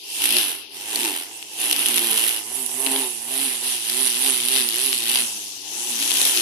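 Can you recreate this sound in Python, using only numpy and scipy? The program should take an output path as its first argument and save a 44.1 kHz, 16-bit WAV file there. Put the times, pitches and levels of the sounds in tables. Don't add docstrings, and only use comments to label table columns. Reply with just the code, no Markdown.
import sys
import numpy as np
from scipy import signal
from scipy.fft import rfft, irfft, next_fast_len
from scipy.io import wavfile
from scipy.ndimage import uniform_filter1d, minimum_filter1d

SR = 44100
rng = np.random.default_rng(int(sys.argv[2]) if len(sys.argv) > 2 else 0)


def wav_record(signal):
    frames = np.transpose(np.atleast_2d(signal))
    bounded = np.clip(frames, -1, 1)
    quanta = np.round(bounded * 32767).astype(np.int16)
    wavfile.write(sys.argv[1], SR, quanta)


N = 282681
TIME = np.arange(N) / SR
USUAL_SPEED = 131.8


def amp(db):
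    return 10 ** (np.asarray(db) / 20)


def unit(x):
    return x / np.sqrt(np.mean(x ** 2) + 1e-20)


def noise(channels=2):
    return rng.standard_normal((channels, N))


def curve(rows):
    s, value = np.transpose(rows)
    return np.interp(TIME, s, value)


def read(points, hz):
    f, value = np.transpose(points)
    return np.interp(np.log(hz + 1), np.log(f + 1), value)


def colour(x, points, size=4096):
    log_gain = np.log(amp(read(points, abs(np.fft.fftfreq(size, 1 / SR)))))
    taps = np.fft.ifft(np.exp(np.conj(signal.hilbert(log_gain)))).real[:size // 2]
    return signal.oaconvolve(np.atleast_2d(x), taps[None], axes=1)[:, :N]


def wander(hz):
    size = next_fast_len(N, True)
    lowpass = 1 / (1 + (np.fft.rfftfreq(size, 1 / SR) / hz) ** 4)
    return unit(irfft(rfft(rng.standard_normal(size)) * lowpass, size)[:N])


def sweep(turns, length):
    return np.exp(-(turns % 1) / length)


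def passes(turns, depth_db, lag=0., sharp=4.9):
    gain = amp(depth_db * (.5 + .5 * np.cos(2 * np.pi * (turns - lag))) ** sharp)
    return gain / np.sqrt(uniform_filter1d(gain ** 2, size=1500))


def per_turn(turns, spread_db, size=2048):
    strengths = np.clip(rng.standard_normal(size), -2, 2)
    return amp(spread_db * strengths[turns.astype(int) % size])


def beats(turns):
    return np.diff(np.floor(turns), prepend=0)


# (pressed [s], released [s], speed reached [turns/s],
# then extra level of: second order [dB], third order [dB], hiss [dB], whir [dB])
TRIGGER_PULLS = [(0.0, 0.211, 119.3, -9, -6, 5.5, 16), (0.254, 0.379, 121.4, -2.5, -3, -9, 19.5),
                 (0.712, 1.03, 121, -2.5, -6, -0.5, 10.5), (1.201, 1.333, 114.4, -10, -7, -3.5, 6),
                 (1.5, 1.691, 122.5, -3, -6, 1, 11), (1.727, 1.977, 121, 0.5, -1, -4, 13.5),
                 (1.998, 2.062, 119, 4, 3, -13, 11), (2.122, 2.291, 116.6, -2.5, -1, 2.5, 8.5),
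                 (2.434, 2.584, 132.5, 2.5, -1, 2.5, 5), (2.703, 2.859, 138, 2, 1, 3, 3),
                 (2.885, 2.998, 134.6, 0, 3, 2, 7.5), (3.202, 3.434, 138.3, 2.5, -7, 0.5, 3),
                 (3.599, 3.677, 129.7, -1, -6, 3.5, 10), (3.872, 4.025, 132, 3.5, -1, 4.5, 5),
                 (4.137, 4.277, 136, 3.5, -3, 5, 5.5), (4.426, 4.558, 133.3, 6.5, -1, 3.5, 8.5),
                 (4.732, 4.868, 135, 1, 0, 3.5, 10), (5.047, 5.171, 125.6, 3.5, -3, 4, 10),
                 (5.605, 5.919, 123.3, -4, -2, 1.5, 10), (5.995, 6.32, 134, -1.5, -7, -1.5, 1)]
# (from [s], to [s], added slowing [turns/s per s])
SNAGS = [(0.384, 0.474, 123), (1.056, 1.195, 72), (5.25, 5.493, 15)]
START_SPEED, SPIN_UP_S = 72, .2
AIR_DRAG, GRASS_DRAG = 132, 400
DRAG_POWER = 3.5


def motor(tangle, size=2200):
    speed, torque = np.full(N, float(START_SPEED)), np.zeros(N)
    drag = (AIR_DRAG + GRASS_DRAG * tangle) / USUAL_SPEED
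    n = DRAG_POWER - 1
    brake = sum(slowing * (TIME > start) * (TIME < end) for start, end, slowing in SNAGS)
    for pressed, released, top, *_ in TRIGGER_PULLS:
        on, off = max(round(pressed * SR), 0), round(released * SR)
        rise = 1 - np.exp(-TIME[:off - on] / SPIN_UP_S)
        speed[on:off] = speed[on] + (top - speed[on]) * rise / rise[-1]
        torque[on:off] = 1 - rise
        slowed = (USUAL_SPEED / top) ** n + n * np.cumsum(drag[off:]) / SR
        coasting = USUAL_SPEED * slowed ** (-1 / n)
        speed[off:] = np.maximum(coasting - np.cumsum(brake[off:]) / SR, USUAL_SPEED / 2)
    return uniform_filter1d(speed, size=size), uniform_filter1d(torque, size=size)


def aim(size=4000):
    pressed, _, _, *extras = np.transpose(TRIGGER_PULLS)
    pull = np.maximum(np.searchsorted(pressed, TIME) - 1, 0)
    return uniform_filter1d(np.array(extras)[:, pull], size=size, axis=1)


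# (centre [s], half length [s], order [multiple of shaft speed], level [dB])
SWELLS = [(0.27, 0.061, 2.5, 9), (0.34, 0.05, 2, 12), (0.357, 0.024, 3, 11), (0.36, .025, 5, 18),
          (0.406, .03, 7, 14), (0.43, 0.022, 3, 7), (0.51, .03, 5, 17), (1.007, 0.032, 2.5, 8),
          (1.015, .045, 2, 16), (1.06, 0.029, 3, 18), (1.063, 0.025, 7, 19), (1.063, .03, 8, 24),
          (1.106, 0.031, 4, 26), (1.139, 0.035, 3, 21.5), (1.724, 0.048, 2.5, 18), (1.931, 0.065, 2, 9.5),
          (1.99, .05, 2.5, 6), (2.029, 0.046, 3, 5), (2.112, 0.049, 7, 13), (2.127, .05, 2, 14.5),
          (2.138, 0.056, 9, 16), (2.15, 0.064, 4, 12.5), (2.655, 0.048, 6, 11.5), (2.88, .04, 5, 15),
          (2.885, 0.038, 2, 11), (2.88, .03, 7, 17), (2.977, 0.031, 6, 0), (3.001, .04, 2, 15.5),
          (3.02, 0.038, 7, 8), (3.342, 0.049, 5, 13), (3.35, 0.051, 6, 4), (4.226, 0.036, 6, 1),
          (4.561, .05, 6, 4), (5.831, 0.049, 3, -3.5), (5.974, 0.043, 2, 9.5), (6.011, 0.032, 2.5, 14.5),
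          (6.17, 0.06, 2.5, 13.5), (6.379, 0.042, 2.5, 16), (6.386, 0.028, 3, 9)]


def swell(order):
    extra_db = np.zeros(N)
    for s, half, swelling, db in SWELLS:
        if round(2 * swelling) == 2 * order:
            extra_db += db * np.exp(-.5 * ((TIME - s) / half) ** 2)
    return extra_db


# (frequency [Hz], level against the third order [dB])
HUM_SPECTRUM = [(330, 2), (440, -5.5), (500, -16), (620, -17.5), (800, -10.5), (1100, -16.5), (1600, -19)]
SHAFT_DB, SHAFT_WAVER_DB = -63.0, 3.3
HUM_SHUDDER, HUM_SHUDDER_HZ = .2, 22
HUM_BLUR_TURNS = .085


def hum(turns, speed, second_db, third_db, follows=0.39, waver_db=2, wobble=0.0081, count=10):
    angle = turns + wobble * wander(21)
    first_db = SHAFT_DB + follows * (second_db - np.median(second_db)) + SHAFT_WAVER_DB * wander(34)
    levels_db = [first_db, second_db, third_db]
    levels_db += [third_db + read(HUM_SPECTRUM, k * speed) + waver_db * wander(3.4) for k in range(4, count)]
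    tone = 0
    for k, db in enumerate(levels_db, 1):
        blur = HUM_BLUR_TURNS * wander(35) if k >= 5 else 0
        shudder = 1 + HUM_SHUDDER * wander(HUM_SHUDDER_HZ * k) if k >= 2 else 1
        phase = k * angle + blur + rng.random()
        tone = tone + amp(db + swell(k)) * shudder * np.cos(2 * np.pi * phase)
    return np.sqrt(2) * tone


# (frequency [Hz], level [dB])
HISS_SPECTRUM = [(500, -21.5), (2000, -12.5), (3500, -22.5), (5000, -13), (6500, -2), (8000, 2.5),
                 (10500, 2), (13000, -3), (17000, -4), (24000, 0)]
# (frequency [Hz], gain [dB])
HISS_LOW_COLOUR = [(900, -10), (1200, 1.5), (1500, -5), (2100, -1)]


def hiss(turns, speed, bite, level_db, depth_db=14.0, patch_db=2.04, size=512):
    hz, t, z = signal.stft(noise(), SR, nperseg=size)
    pitch = np.interp(t, TIME, speed) / USUAL_SPEED
    patches = uniform_filter1d(rng.standard_normal(z.shape[1:]), size=12, axis=0)
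    patches = unit(uniform_filter1d(patches, size=5, axis=1))
    z = z * amp(read(HISS_SPECTRUM, hz[:, None] / pitch) + patch_db * patches)
    flare = passes(turns, depth_db * bite * amp(wander(5.1)))
    flare = flare * per_turn(turns + .5, spread_db=1.0 * np.sqrt(bite))
    shed = amp(level_db) * unit(flare) * signal.istft(z, nperseg=size)[1][:, :N]
    return colour(shed, HISS_LOW_COLOUR)


SWISH_HZ, SWISH_LOWEST_HZ, SWISH_POWER = 9400, 4870, 1.3


def swish(speed, level_db, below=0.38, above=0.095, size=512):
    hz, t, z = signal.stft(noise(), SR, nperseg=size)
    pitch = np.interp(t, TIME, speed) / USUAL_SPEED
    centre = np.maximum(SWISH_HZ * pitch ** SWISH_POWER, SWISH_LOWEST_HZ)
    octaves = np.log2((hz[:, None] + 1) / centre)
    band = np.exp(-.5 * (octaves / np.where(octaves < 0, below, above)) ** 2)
    return amp(level_db) * signal.istft(z * band, nperseg=size)[1][:, :N]


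# (in [s], out [s], fade-in [s], rasp [dB], one-sided bite [0-1],
# flapping of the line [dB], extra buffeting of the guard [dB])
GRASS_CUTS = [(0.16, 0.203, 0.0059, -34, 0.2, -49.5, -1.5), (0.21, 0.291, 0.0062, -27, 0.53, -44, 6),
              (0.308, 0.419, 0.02, -24, 0.4, -46, 0.5), (0.416, 0.51, 0.014, -29, 0.32, -50, 9),
              (0.507, 0.558, .012, -37.5, 0.59, -54, 8), (0.571, 0.622, .012, -42.5, 0.1, -60, -1),
              (0.732, 0.933, 0.017, -39.5, 0.46, -57, 4), (0.919, 1.096, 0.019, -27, 0.65, -41, 8),
              (1.098, 1.195, 0.02, -33, 0.53, -46, 18), (1.183, 1.266, .012, -39, 0.74, -52.5, 3),
              (1.593, 1.732, 0.0084, -26, 0.57, -48, 6), (1.769, 2.022, 0.0094, -25.5, 0.37, -41.5, 2),
              (2.019, 2.318, .012, -24.5, 0.52, -50.5, 2.5), (2.323, 2.411, .012, -32, 0.46, -52, 6),
              (2.822, 2.897, 0.022, -37, 0.86, -58, 5.5), (2.908, 3.062, 0.012, -32.5, 0.65, -58, 5),
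              (3.3, 3.57, 0.014, -31, 0.42, -61.5, -1.5), (3.628, 3.782, 0.014, -33, 0.24, -63.5, -0.5),
              (3.838, 4.212, 0.017, -31, 0.57, -64, -2.5), (4.224, 4.323, 0.015, -27.5, 0.98, -63, 1.5),
              (4.338, 4.532, 0.011, -31, 1, -63.5, -4), (4.536, 4.619, 0.015, -24.5, 0.95, -57, -12),
              (4.663, 5.07, 0.032, -32, 0.99, -62, -4.5), (5.069, 5.221, 0.011, -28, 0.99, -56, 1.5),
              (5.712, 5.973, 0.021, -43, 0.3, -55, 0), (5.968, 6.148, 0.02, -28, 0.37, -46.5, 0.5),
              (6.155, 6.454, 0.016, -25.5, 0.3, -50.5, -1)]
LIFT_OUT_S = .016
FREE_BITE, FREE_FLAP_DB = 0.23, -71


def grass():
    start, end, fade, rasp_db, one_sided, flap_db, guard_db = np.transpose(GRASS_CUTS)
    dip_in = (1 + np.tanh(.5 * (TIME[:, None] - start) / fade)) / 2
    lift_out = (1 + np.tanh(.5 * (end - TIME[:, None]) / LIFT_OUT_S)) / 2
    touch = dip_in * lift_out
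    bite = np.clip(FREE_BITE + touch @ (one_sided - FREE_BITE), 0, 1)
    flapping = amp(FREE_FLAP_DB) + touch @ amp(flap_db)
    return touch.sum(1), touch @ amp(rasp_db), flapping, bite, touch @ guard_db


# (frequency [Hz], level [dB])
RASP_SPECTRUM = [(40, -67), (150, -46.5), (250, -7), (600, -6), (1450, -4), (2000, -2.5), (3000, -1.5),
                 (5000, -4), (8000, 0.5), (11000, 3.5), (15000, -1)]
SLAP_SHARE = .42


def rasp(turns, bite, level_db, blades_per_s=4000, size_db=0.0, depth_db=15, fray=1.0):
    sizes = amp(size_db * np.sqrt(bite) * np.minimum(rng.exponential(1, N), 4))
    blades = (rng.random(N) < blades_per_s / SR) * sizes * rng.choice([-1, 1], N)
    burst = passes(turns, depth_db * bite, lag=0.21) * per_turn(turns + .5, spread_db=2 * np.sqrt(bite))
    tearing = unit((unit(blades) + fray * noise()) * burst)
    slap_runs = amp(4.6 * np.clip(wander(5.6), -2, 1.5))
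    slaps = unit(beats(turns) * np.sqrt(bite) * per_turn(turns, spread_db=1) * slap_runs)
    return amp(level_db) * colour(unit(tearing + SLAP_SHARE * slaps), RASP_SPECTRUM)


# (frequency [Hz], level [dB])
FLAP_SPECTRUM = [(30, -56), (100, -32), (180, -39), (230, -6.5), (300, -2), (380, -1.5), (480, -26),
                 (620, -15), (1000, -27), (2500, -33)]


def flap(turns, level_db, rough_db=-3.0, upper_db=1.0):
    halves = 0
    for k in range(2, 5):
        gain = amp(upper_db * (k - 4.5) + swell(k + .5))
        halves = halves + gain * np.cos(2 * np.pi * ((k + .5) * turns + rng.random()))
    flutter = unit(colour(noise(1) * sweep(turns, length=0.91), FLAP_SPECTRUM))
    return amp(level_db) * (colour(halves, FLAP_SPECTRUM) + amp(rough_db) * flutter)


# (frequency [Hz], level [dB])
GUARD_SPECTRUM = [(30, -64), (150, -37.5), (300, 2.5), (450, 3), (580, -5.5), (720, 3.5), (830, 6.5),
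                  (1000, 1), (1250, -14), (1500, -9.5), (2000, -5.5), (3500, -13), (9000, -19)]


def buffet(turns, level_db, thump=0.58, apart=0.44, wobble=0.023):
    angle = np.maximum.accumulate(turns + wobble * wander(60))
    puffs = unit((noise(1) + apart * noise()) * sweep(angle, length=1.0))
    thumps = unit(beats(angle) * per_turn(angle, spread_db=4.5))
    return amp(level_db) * unit(colour(puffs + thump * thumps, GUARD_SPECTRUM))


# (time [s], relative level [dB], brightness [dB of treble])
SNAPS = [(0.2407, -10, 7), (0.256, -5.5, -3), (0.26, -6.5, -9), (0.2705, -13, -7), (0.291, -13, -2),
         (0.3065, -11, 2), (0.314, -5.5, -23), (0.325, -11, 3), (0.368, -3, -10), (0.3851, -6, 3),
         (0.959, -8, 1), (1.007, -11, -13), (1.033, -11, -11), (1.042, -14, -6), (1.0498, -9, -11),
         (1.058, -10, -13), (1.4271, -19, -13), (1.602, -27, 14), (1.619, -20, 4), (1.705, -19, -3),
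         (1.7121, -1.5, -6), (1.725, -15, 1), (1.7286, -2.5, -5), (1.7636, -9, -5), (1.7934, -15, 5),
         (1.86, -6, -5), (1.865, -12, -2), (1.886, -7, 0), (1.943, -9, 0), (1.96, -13, 0), (1.964, -9, -2),
         (1.976, -4.5, -6), (1.9814, -1, -10), (1.993, -16, 4), (2.0707, -15, -2), (2.1117, -17, 9),
         (2.1305, -12.5, 1), (2.1755, -12, 6), (2.278, -16, 7), (2.293, -15, 10), (2.3635, -19, 2),
         (2.6634, -23.5, 12), (2.7148, -29, 12), (2.8647, -4, -40), (2.872, -7, -33), (2.9179, -24, 11),
         (2.962, -6.5, -29), (3.899, -15.5, 2), (4.0745, -15.5, 6), (4.264, -9.5, -27), (4.453, -29, 12),
         (4.4855, -12, 2), (4.5625, -8, -17), (4.577, -11, -20), (4.689, -16, 5), (4.7598, -30, 16),
         (4.862, -18, 8), (4.9295, -9, -8), (4.979, -18, 2), (5.0376, -17, -2), (5.0961, -14, 4),
         (5.158, -0.5, -14.5), (6.1081, -13, -4), (6.117, -9, -10), (6.14, -18, 5), (6.155, -13, -9),
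         (6.171, -15, 3), (6.1849, -13, -5), (6.2154, -3, -6), (6.2529, -4, 3), (6.364, -23, 9.5),
         (6.374, -4, -15)]
# (frequency [Hz], level [dB])
CRACK_SPECTRUM = [(40, -67), (150, -35), (300, 4.5), (1000, -3), (3000, 3), (14000, 12)]


def snaps(level_db=-6.5, decay=0.001, lead=.0004, split_hz=6500, size=512):
    out, t = np.zeros((2, N + size)), np.arange(size) / SR
    high = 1 / (1 + (split_hz / (np.fft.rfftfreq(size, 1 / SR) + 1)) ** 4)
    before = size // 8
    for s, db, bright_db in SNAPS:
        crack = rng.choice([-1, 1], (2, size)) * np.exp(-t / decay)
        crack = irfft(rfft(np.roll(crack, before, 1)) * amp(bright_db * high))
        start = max(round((s - lead) * SR) - before, 0)
        out[:, start:start + size] += amp(db + level_db) * crack
    return colour(out[:, :N], CRACK_SPECTRUM)


# (frequency [Hz], level [dB])
WHIR_SPECTRUM = [(100, -36), (600, -15.5), (1150, -44), (1500, -46), (1950, -13), (2700, 2.5), (3500, -2),
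                 (6000, -1.5), (8000, -19), (14000, -13)]


def whir(level_db):
    return amp(level_db) * colour(noise(), WHIR_SPECTRUM)


# (frequency [Hz], time to fall 60 dB [s])
ECHO_DECAY = [(200, 0.84), (1000, 0.7), (4000, 0.13), (14000, 0.26)]


def garage(x, wet_db=-10, delay=0.013, size=16, count=4):
    out = x
    half_second = SR // 2
    for k in range(count):
        scattered = rng.random((2, half_second)) < 1 / size
        taps = rng.standard_normal((2, half_second)) * scattered * (TIME[:half_second] > delay)
        hz, t, z = signal.stft(taps, SR, nperseg=256)
        tail = signal.istft(z * amp(-60 * t / read(ECHO_DECAY, hz)[:, None]), nperseg=256)[1]
        tail = tail / np.linalg.norm(tail[0])
        share = np.sqrt(2 / count) * np.cos(np.pi * (TIME * (k + 1) + rng.random()))
        out = out + amp(wet_db) * signal.oaconvolve(x * share, tail, axes=1)[:, :N]
    return out


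# (frequency [Hz], level [dB])
AIR_SPECTRUM = [(25, -62), (70, -57), (150, -59), (400, -33), (850, -81), (1500, -58), (2500, -53),
                (10000, -89)]


def outdoor_air():
    return colour(noise(1) + 0.62 * noise(), AIR_SPECTRUM)


GROWTH = {"second": (-48, 35, 2.5, 0, 1), "third": (-43.5, 29, 1.5, 4, 0),
          "guard": (-43, 21.5, 1.5, 0.5, 3), "hiss": (-26.5, 26.5, -0.4, 2, -0.5),
          "whir": (-42.5, 22.5, -4.5, 8, 0), "swish": (-36, 10.5, 1.5, 2.5, 4.5)}
RASP_DB_PER_DOUBLING, FLAP_DB_PER_DOUBLING = -5.5, -7.5
HUM_WAVER_DB, HUM_WAVER_HZ = 2.5, 9.2
THICK_DB, TANGLED_DB = -31.5, -45


def scene():
    contact, rasping, flapping, bite, buffet_db = grass()
    load = np.tanh(rasping / amp(THICK_DB))
    speed, torque = motor(np.tanh((flapping / amp(TANGLED_DB)) ** 2))
    doublings = np.log2(speed / USUAL_SPEED)
    db = {name: base + slope * doublings + touching * contact + thick * load + pulling * torque
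          for name, (base, slope, touching, thick, pulling) in GROWTH.items()}
    second_db, third_db, hiss_db, whir_db = aim()
    second_db = second_db + db["second"] + HUM_WAVER_DB * wander(HUM_WAVER_HZ)
    third_db = third_db + db["third"] + HUM_WAVER_DB * wander(HUM_WAVER_HZ)
    turns = np.cumsum(speed * (1 + .002 * wander(30))) / SR

    low = hum(turns, speed, second_db, third_db)
    low = low + flapping * flap(turns, FLAP_DB_PER_DOUBLING * doublings)
    low = low + buffet(turns, db["guard"] + buffet_db)
    high = hiss(turns, speed, bite, db["hiss"] + hiss_db) + swish(speed, db["swish"])
    high = high + rasping * rasp(turns, bite, RASP_DB_PER_DOUBLING * doublings)
    high = high + snaps() + whir(db["whir"] + whir_db)
    return low + garage(high) + outdoor_air()


def suppressor(x, floor_db=-85, slope=0.7, depth_db=10, from_hz=1100, size=512):
    hz, t, z = signal.stft(x, SR, nperseg=size, scaling="psd")
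    power = uniform_filter1d(uniform_filter1d(2 * abs(z) ** 2, size=5, axis=1), size=7, axis=2)
    under_db = floor_db - 10 * np.log10(abs(power) + 1e-20)
    cut_db = np.clip(slope * under_db, 0, depth_db) * (hz > from_hz)[:, None]
    return signal.istft(z * amp(-cut_db), SR, nperseg=size, scaling="psd")[1][:, :N]


def limiter(x, size=45):
    gain = np.minimum(1, .85 / (abs(x) + 1e-9))
    return x * uniform_filter1d(minimum_filter1d(gain, size, axis=1), size, axis=1)


# (time [s], distance [0 close over it, .5 loosely cupped, 1 away])
HAND = [(0, 0.062), (2.3, 0.017), (3.3, 0.22), (4.2, 0.52), (5.1, 0.55), (5.24, 0.78), (5.6, 0.85),
        (6.0, 0.99), (6.41, 0.98)]
# (time [s], nearness [0-1])
FINGER = [(0.72, 0.02), (0.78, 0.98), (1.44, 0.58), (1.5, 0)]
# (frequency [Hz], gain [dB])
LEFT_SHADED = [(300, -3.5), (1000, -0.5), (1500, 1), (2000, 5.5), (2350, 6.5), (2800, 14), (3400, 11.5),
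               (4300, 6.5), (6000, 1), (7300, -11), (9300, -5.5), (11000, -8), (14000, -17.5)]
LEFT_CUPPED = [(300, -2.5), (1000, -0.5), (1500, 3), (2000, 9), (2350, 9), (2800, 15.5), (3600, 16.5),
               (4800, 13), (6000, 5.5), (7300, -12.5), (9300, -8.5), (11000, -9.5), (14000, -22)]
LEFT_OPEN = [(300, -2.5), (1000, 1.5), (1500, 3.5), (2300, 8), (2800, 16), (3500, 17), (4800, 12.5),
             (5900, 13.5), (7200, 6.5), (9300, 2), (11000, 4.5), (14000, -1.5)]
RIGHT_OPEN = [(300, -3), (1500, -1.5), (2300, -4.5), (3300, -3.5), (5000, 1.5), (7000, -0.5), (8500, 3.5),
              (9500, 8.5), (10400, 12.5), (11200, 9), (12200, 5), (14000, -3.5)]
RIGHT_FINGERED = [(300, -2.5), (1500, -3.5), (2300, -3.5), (3300, -3), (5000, 2.5), (7000, 1.5),
                  (8500, 5.5), (9700, 12), (10500, 5), (12000, 3.5), (14000, 1.5)]
EDGE_HZ = 14500


def record(dry, late_samples=6):
    hand = curve(HAND)
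    finger = np.clip(curve(FINGER), 0, 1)
    late = np.pad(dry[0], (late_samples, 0))[:N]
    states = zip(np.eye(3), (LEFT_SHADED, LEFT_CUPPED, LEFT_OPEN))
    left = sum(np.interp(hand, [0, .5, 1], share) * colour(late, port) for share, port in states)
    right = (1 - finger) * colour(dry[1], RIGHT_OPEN) + finger * colour(dry[1], RIGHT_FINGERED)
    ports = limiter(suppressor(np.vstack([left, right])))
    band_limit = signal.firwin(301, EDGE_HZ, window=("kaiser", 9), fs=SR)
    return signal.oaconvolve(ports, band_limit[None], "same")


dry = scene()
out = record(dry)
wav_record(out)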